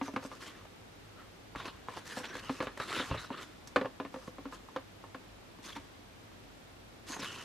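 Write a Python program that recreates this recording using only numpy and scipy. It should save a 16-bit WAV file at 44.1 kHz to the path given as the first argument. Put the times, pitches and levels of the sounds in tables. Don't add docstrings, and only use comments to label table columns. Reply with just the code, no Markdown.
import sys
import numpy as np
from scipy import signal
from scipy.fft import rfft, irfft
from scipy.io import wavfile
from scipy.ndimage import uniform_filter1d

SR = 44100
rng = np.random.default_rng(int(sys.argv[2]) if len(sys.argv) > 2 else 0)


def wrap_up_sound(samples):
    columns = np.atleast_2d(samples).T
    tamed = np.clip(columns, -1, 1)
    steps = np.round(tamed * 32767).astype(np.int16)
    wavfile.write(sys.argv[1], SR, steps)


N = 328104

# (frequency [Hz], relative density [dB])
HISS_SPECTRUM = [(88, -19), (150, -1), (440, -2.5), (1320, -9.5), (3600, -14.5), (5600, -20), (11500, -29),
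                 (13100, -33), (14000, -58)]
# (frequency [Hz], relative density [dB])
RUMBLE_SPECTRUM = [(12, -46), (20, -8), (43, -11), (70, -2), (92, 5.5), (112, 6), (124, -5.5), (300, -2.5),
                   (390, -11.5), (660, -120)]
# (frequency [Hz], level [dB])
HUM_TONES = [(48.4, -64), (102.3, -69)]
# (time [s], snap level [dB], boom re snap [dB], thud re snap [dB], tick re snap [dB])
KNOCKS = [(0.014, -19.5, -9, -19, -25.5), (0.081, -26, -12.0, -9, -37), (0.137, -50.5, 16.5, 4, -1),
          (0.162, -21.5, -8, -8.5, -12.5), (0.228, -36.5, -18, -8, -31), (0.249, -43, 5, 4.5, -8),
          (0.316, -30.5, -20.0, -17, -36), (0.652, -44.5, -26, -4, -11), (1.551, -31, -15, -20, -20),
          (1.558, -36, -8, -19, -6.5), (1.601, -35.5, -21, -22, -8), (1.652, -36, -14, -19, -24),
          (1.885, -25, -17, -17, -22.5), (1.972, -29.5, -34, -22, -16), (2.17, -33, -1, -4.5, -11),
          (2.201, -32.5, -12, -9, -31), (2.243, -32.5, -24, -12, -21), (2.353, -48, 4, 8, 2),
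          (2.495, -25.5, -2.5, -1, -13), (2.604, -20, -18, -12, -15), (2.625, -39.5, -3, 9.5, -2),
          (2.67, -25, -17, -11, -14), (2.774, -46.5, -5, 4, 2), (2.8, -27.5, -25, -26, -8.5),
          (2.966, -31, -8, -7, -15), (3.025, -39.5, -10, -11, -5), (3.001, -25, -12, -15, -13),
          (3.102, -41, -7, -2, -11), (3.112, -25, -13, -8.5, -17), (3.144, -27, -9.5, -6.5, -24),
          (3.304, -26, -8, -8.0, -35), (3.673, -73.5, -22.0, -23.0, 17.5), (3.76, -12, -11.5, -6, -12.5),
          (3.812, -24.5, -5.5, -0.5, -14), (3.847, -31, -3.5, -5, -16), (3.856, -25, -16, -3.5, -18),
          (4.0, -26.0, -7, -3, -15.5), (4.05, -31.5, -8.5, -10, -14.5), (4.141, -35.5, -2.5, -2, -10.5),
          (4.16, -35.5, -5, 1, -20), (4.277, -41, 2, -4, -10.5), (4.384, -34.5, -7.5, -6, -19),
          (4.455, -33.5, -1.5, -2.5, -15), (4.525, -31.5, -18, -17, -26), (4.687, -37.5, -28, -25, -23),
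          (4.762, -22.5, -12, -12, -14), (5.04, -33.5, -17, -13.5, -39), (5.146, -31, -13, -11, -13.5),
          (5.587, -41.5, -6.5, -18, -19), (5.764, -29, -9, -18, -22.5), (7.099, -53, 14.5, 0, -20),
          (7.165, -35, -25, -27, -9.5), (7.193, -39, 1, -14, -13)]
# (frequency [Hz], relative level [dB], T60 [s])
SHEET_MODES = [(927, 12, 0.04), (1055, 10, 0.043), (1169, 0, 0.07), (1336, 3.5, 0.023), (1717, 1.5, 0.088),
               (1950, -17, 0.013), (2100, 12, 0.0062), (2770, -7, 0.12)]
# (frequency [Hz], relative level [dB], T60 [s])
FOLD_MODES = [(245.7, -4, 0.067), (270.3, 5.5, 0.12)]
# (frequency [Hz], relative level [dB], T60 [s])
COVER_MODES = [(415, -1, 0.044), (515.3, 0.5, 0.077), (563, 3.5, 0.035), (616, -11, 0.093)]
# (frequency [Hz], relative density [dB])
TICK_SPECTRUM = [(1060, 6), (1800, 2.5), (1980, -2), (3040, -7), (4360, -13), (11200, -57), (14000, -80)]
# (time [s], frequency [Hz])
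BEND_PITCH = [(1.5, 1140), (2.02, 960), (2.06, 1790), (2.24, 1500), (2.32, 1610), (2.451, 1500),
              (2.51, 1020), (2.74, 1310), (3.04, 1300), (3.1, 1000), (3.24, 1530), (3.3, 960), (3.45, 1540),
              (3.7, 1130), (5.7, 1110), (7.24, 1050), (7.3, 1430), (7.36, 1040)]
# (start [s], end [s], rub level [dB], sheen re rub [dB], high band re rub [dB], its frequency [Hz])
STROKES = [(0.027, 0.09, -55.5, -2, -7, 6050), (0.22, 0.27, -58, 1, -9, 4760),
           (0.307, 0.379, -60.5, -3.5, -7, 4900), (0.406, 0.509, -55, -2.5, -4, 2980),
           (0.54, 0.608, -64, -10, -12, 3640), (1.196, 1.219, -61, -20, -5, 3300),
           (1.57, 1.642, -53, -10, -6, 3630), (1.648, 1.693, -46.5, -12.5, -22, 3250),
           (1.88, 1.973, -58, -6, -11, 3020), (1.967, 1.985, -45, -5.5, -22, 3780),
           (2.053, 2.16, -54, -3, -25, 4160), (2.161, 2.198, -45, -3.5, -25, 3650),
           (2.238, 2.262, -45.5, -7.5, -4, 3240), (2.277, 2.358, -56, -13, -6, 5740),
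           (2.341, 2.407, -51, -6.5, -27, 4100), (2.431, 2.53, -54.5, -6, 0, 2850),
           (2.505, 2.602, -57.5, -1.5, -3, 2720), (2.61, 2.67, -47.5, -12, -10, 2530),
           (2.796, 2.865, -48, -8, -6, 3920), (2.88, 2.972, -43, -9.5, -10, 3680),
           (2.951, 3.031, -41, -10.5, -6, 3560), (3.032, 3.106, -55.5, 0.5, -17, 3170),
           (3.106, 3.197, -51.5, -12.5, 2, 2760), (3.185, 3.252, -53.5, -3.5, -3, 3880),
           (3.31, 3.354, -53.5, -16, 0.5, 2820), (3.366, 3.411, -51, -10, -17, 3500),
           (3.414, 3.438, -48.5, -3, -3, 3600), (4.126, 4.313, -70, 2, -18, 2690),
           (4.521, 4.559, -55, -3, -12, 6610), (5.633, 5.729, -56.5, 0.5, -5, 3500),
           (5.763, 5.772, -44, -9.5, -21, 3430), (7.074, 7.125, -51, 0.5, -5, 6350),
           (7.112, 7.156, -46, -3.5, -1.5, 6540), (7.203, 7.201, -39, -5.5, -3, 5630),
           (7.22, 7.281, -44, -7, -6.5, 3730), (7.268, 7.434, -54.5, -2.5, 2, 2870)]
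# (frequency [Hz], relative density [dB])
RUB_SPECTRUM = [(880, -59), (1500, -7), (2890, -6), (4400, -10), (6000, -42), (7800, -48), (13200, -120)]
# (frequency [Hz], relative density [dB])
SHEEN_SPECTRUM = [(2940, -15), (5000, -3), (6110, -4), (7650, -8.5), (12000, -16.5), (15300, -34)]
# (frequency [Hz], relative density [dB])
BODY_SPECTRUM = [(88, -12), (150, 0.5), (266, 0.5), (338, 6), (510, -0.5), (868, -4), (978, 2.5), (1280, 2),
                 (2000, -1), (2600, -33), (4400, -120)]
# (start [s], duration [s], level [dB], frequency [Hz])
SQUEAKS = [(1.143, 0.13, -59, 1330), (5.719, .022, -51, 3350), (5.751, .024, -53, 3470)]
# (time [s], level [dB], decay time [s])
PUFFS = [(1.556, -33, 0.0077), (3.109, -35.5, 0.039)]


def gain_of(db):
    return 10 ** (np.asarray(db) / 20)


def unit_rms(x):
    return x / np.sqrt(np.mean(x ** 2) + 1e-20)


def add(mix, start_s, sound):
    part = mix[round(start_s * SR):][:len(sound)]
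    part += sound[:len(part)]


def coloured(x, spectrum):
    points_hz, points_db = np.transpose(spectrum)
    hz = np.fft.rfftfreq(x.shape[-1], 1 / SR)
    db = np.interp(np.log(hz + 1), np.log(points_hz + 1), points_db)
    return unit_rms(irfft(rfft(x) * gain_of(db), x.shape[-1]))


def drift(cutoff_hz):
    rolloff = 1 + (np.fft.rfftfreq(N, 1 / SR) / cutoff_hz) ** 4
    return unit_rms(irfft(rfft(rng.standard_normal(N)) / rolloff, N))


def resonate(x, hz, width_hz):
    carrier = np.exp(2j * np.pi * np.cumsum(hz) / SR)
    pole = np.exp(-np.pi * width_hz / SR)
    return 2 * (carrier * signal.lfilter([1 - pole], [1, -pole], x / carrier)).real


def background():
    hiss = gain_of(-55) * coloured(rng.standard_normal((2, N)), HISS_SPECTRUM)
    rumble = gain_of(-61) * coloured(rng.standard_normal(N), RUMBLE_SPECTRUM)
    hum = np.zeros(N)
    for hz, db in HUM_TONES:
        amplitude = gain_of(db + 3.4 * drift(4.4))
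        hum += amplitude * np.sin(2 * np.pi * np.cumsum(hz + 1.6 * drift(12.5)) / SR)
    return hiss + rumble + hum


def camera_whine(hz=13012.5, swells_per_s=25):
    t = np.arange(N) / SR
    side_phase = np.array([[1.1], [-1.1]])
    tone = np.sin(2 * np.pi * hz * t + side_phase)
    return gain_of(-70) * tone * np.cos(np.pi * swells_per_s * (t - .004))


def ring(modes, t, rise_s, spread_db=2.5):
    hz, db, t60 = np.transpose(modes)[:, :, None]
    share, detune = rng.standard_normal((2, len(modes), 1))
    envelopes = gain_of(db + spread_db * share - 60 * t / t60)
    tones = envelopes * np.sin(2 * np.pi * hz * (1 + 0.022 * detune) * t)
    sound = tones.sum(0) * (1 - np.exp(-t / rise_s))
    return sound / abs(sound).max()


def knock(bend_hz, snap_db, boom_db, thud_db, tick_db):
    t = np.arange(8192) / SR
    late = np.maximum(t - 0.0016, 0)
    sheets = [(hz, db + 8.5 * np.exp(-(np.log2(hz / bend_hz) / 0.12) ** 2), t60)
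              for hz, db, t60 in SHEET_MODES]
    radiation = 0.53 + 0.36 * np.exp(-t / 0.00083)
    snap = radiation * ring(sheets, t, rise_s=0.00027)
    boom = gain_of(boom_db) * ring(FOLD_MODES, late, rise_s=0.00092)
    thud = gain_of(thud_db) * ring(COVER_MODES, late, rise_s=0.0018)
    response = snap + boom + thud
    rattle = 0.05 * rng.standard_normal(2048) ** 3 * np.exp(-t[:2048] / 0.01)
    blow = np.r_[4.5, rattle[1:]]
    body = signal.fftconvolve(response, blow)[:len(t)]
    body *= np.linalg.norm(response) / np.linalg.norm(body)
    noise = rng.standard_normal((2, len(t)))
    edge = coloured(noise[0], TICK_SPECTRUM)
    edge += gain_of(tick_db - 13.5) * coloured(noise[1], SHEEN_SPECTRUM)
    decay = 1.79 * np.exp(-t / 0.0047) + .5 * np.exp(-t / 0.024)
    tick = edge * decay * (1 - np.exp(-t / 0.00033))
    return gain_of(snap_db) * (body + gain_of(tick_db) * tick)


def knocks():
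    out = np.zeros(N)
    for start, *levels in KNOCKS:
        bend_hz = np.interp(start, *np.transpose(BEND_PITCH))
        add(out, start, knock(bend_hz, *levels))
    return signal.sosfilt(signal.butter(2, 90, "highpass", fs=SR, output="sos"), out)


def stroke_powers(half_rise_s=0.02, half_fall_s=0.03, creep_s=0.064, creep_db=-9.5):
    powers = np.zeros((4, N))
    high_hz = np.full(N, float(STROKES[0][-1]))
    for start, end, db, sheen_db, high_db, hz in STROKES:
        t = np.arange(start - half_rise_s, end + half_fall_s, 1 / SR)
        ramp = np.minimum((t - t[0]) / half_rise_s, (t[-1] - t) / half_fall_s) / 2
        arch = np.sin(np.pi / 2 * np.clip(ramp, 0, 1)) ** 2
        body_db = 1.5 - 0.32 * (db + 54.5) - 0.27 * sheen_db
        for power, layer_db in zip(powers, (0, sheen_db, body_db, high_db)):
            add(power, max(t[0], 0), (gain_of(db + layer_db) * arch) ** 2)
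        high_hz[round((start - half_rise_s / 2) * SR):] = hz
    settle = np.exp(-1 / (creep_s * SR))
    powers += gain_of(creep_db) ** 2 * signal.lfilter([1 - settle], [1, -settle], powers)
    return *powers, high_hz


def singing_band(slips, hz, wander, width_hz):
    pitch = uniform_filter1d(hz, size=200) * (1 + wander * drift(34))
    return unit_rms(resonate(resonate(slips, pitch, width_hz), pitch, width_hz))


def patchy(x, depth_db):
    spectra = signal.stft(x, nperseg=256)[2]
    patches = uniform_filter1d(rng.standard_normal(spectra.shape[-2:]), size=4, axis=0)
    patches = uniform_filter1d(patches, size=10, axis=1)
    return signal.istft(spectra * gain_of(depth_db * unit_rms(patches)), nperseg=256)[1][..., :N]


def rubbing():
    rub, sheen, body, high, high_hz = stroke_powers()
    low_hz = np.interp(np.arange(N) / SR, *np.transpose(BEND_PITCH))
    flutter = gain_of(1.5 * np.array([drift(30) for layer in range(4)]) + 2.0 * drift(250))
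    slips = flutter * rng.standard_normal((4, N)) * gain_of(1.8 * rng.exponential(1, (4, N)))
    slips[[0, 2]] += 5.7 * rng.standard_normal(N) * (rng.random(N) < 120 / SR)
    high_band = singing_band(slips[3], high_hz, wander=0.012, width_hz=460)
    low_band = singing_band(slips[3], low_hz, wander=0.019, width_hz=290)
    middle = 0.86 * np.sqrt(rub) * coloured(slips[0], RUB_SPECTRUM) + np.sqrt(high) * high_band
    middle += np.sqrt(body) * (0.87 * coloured(slips[2], BODY_SPECTRUM) + gain_of(-5.0) * low_band)
    side = 0.52 * np.array([[1], [-1]]) * coloured(slips[3], SHEEN_SPECTRUM)
    treble = np.sqrt(sheen) * (coloured(slips[1], SHEEN_SPECTRUM) + side)
    return patchy(middle + treble, depth_db=2.03)


def room(x):
    taps = np.zeros((2, SR // 4))
    delays = np.arange(100, SR // 4 - 20, 20)
    delays = delays + rng.integers(0, 20, (2, len(delays)))
    np.put_along_axis(taps, delays, rng.choice([-1., 1.], delays.shape), 1)
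    hz, t, spectra = signal.stft(taps, SR, nperseg=256)
    t60 = np.interp(hz, [300, 2000, 10000], [.2, .15, .1])
    tail = signal.istft(spectra * gain_of(-60 * t / t60[:, None]), SR, nperseg=256)[1]
    tail = signal.sosfilt(signal.butter(1, 1500, "highpass", fs=SR, output="sos"), tail)
    return signal.fftconvolve(x[None], tail / np.linalg.norm(tail[0]), axes=1)[:, :N]


def squeaks():
    out = np.zeros(N)
    for start, duration, db, hz in SQUEAKS:
        progress = np.arange(0, 1, 1 / (duration * SR))
        whistle = resonate(rng.standard_normal(len(progress)), np.full(len(progress), hz), width_hz=110)
        add(out, start, gain_of(db) * np.sin(np.pi * progress) * unit_rms(whistle))
    return out


def puffs():
    out = np.zeros(N)
    low_band = signal.butter(2, [45, 150], "bandpass", fs=SR, output="sos")
    for start, db, decay_s in PUFFS:
        age = np.arange(round(6 * decay_s * SR)) / (decay_s * SR)
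        air = unit_rms(signal.sosfilt(low_band, rng.standard_normal(len(age))))
        add(out, start, gain_of(db) * air * np.minimum(12 * age, 1) * np.exp(-age))
    return out


def scene():
    paper = knocks() + rubbing() + squeaks()
    return paper + gain_of(-14.0) * room(paper.mean(0)) + puffs() + background() + camera_whine()


def record(dry):
    lowpass = signal.firwin(511, 15500, window=("kaiser", 9), fs=SR)
    return signal.oaconvolve(dry, lowpass[None], "same")


dry = scene()
out = record(dry)
wrap_up_sound(out)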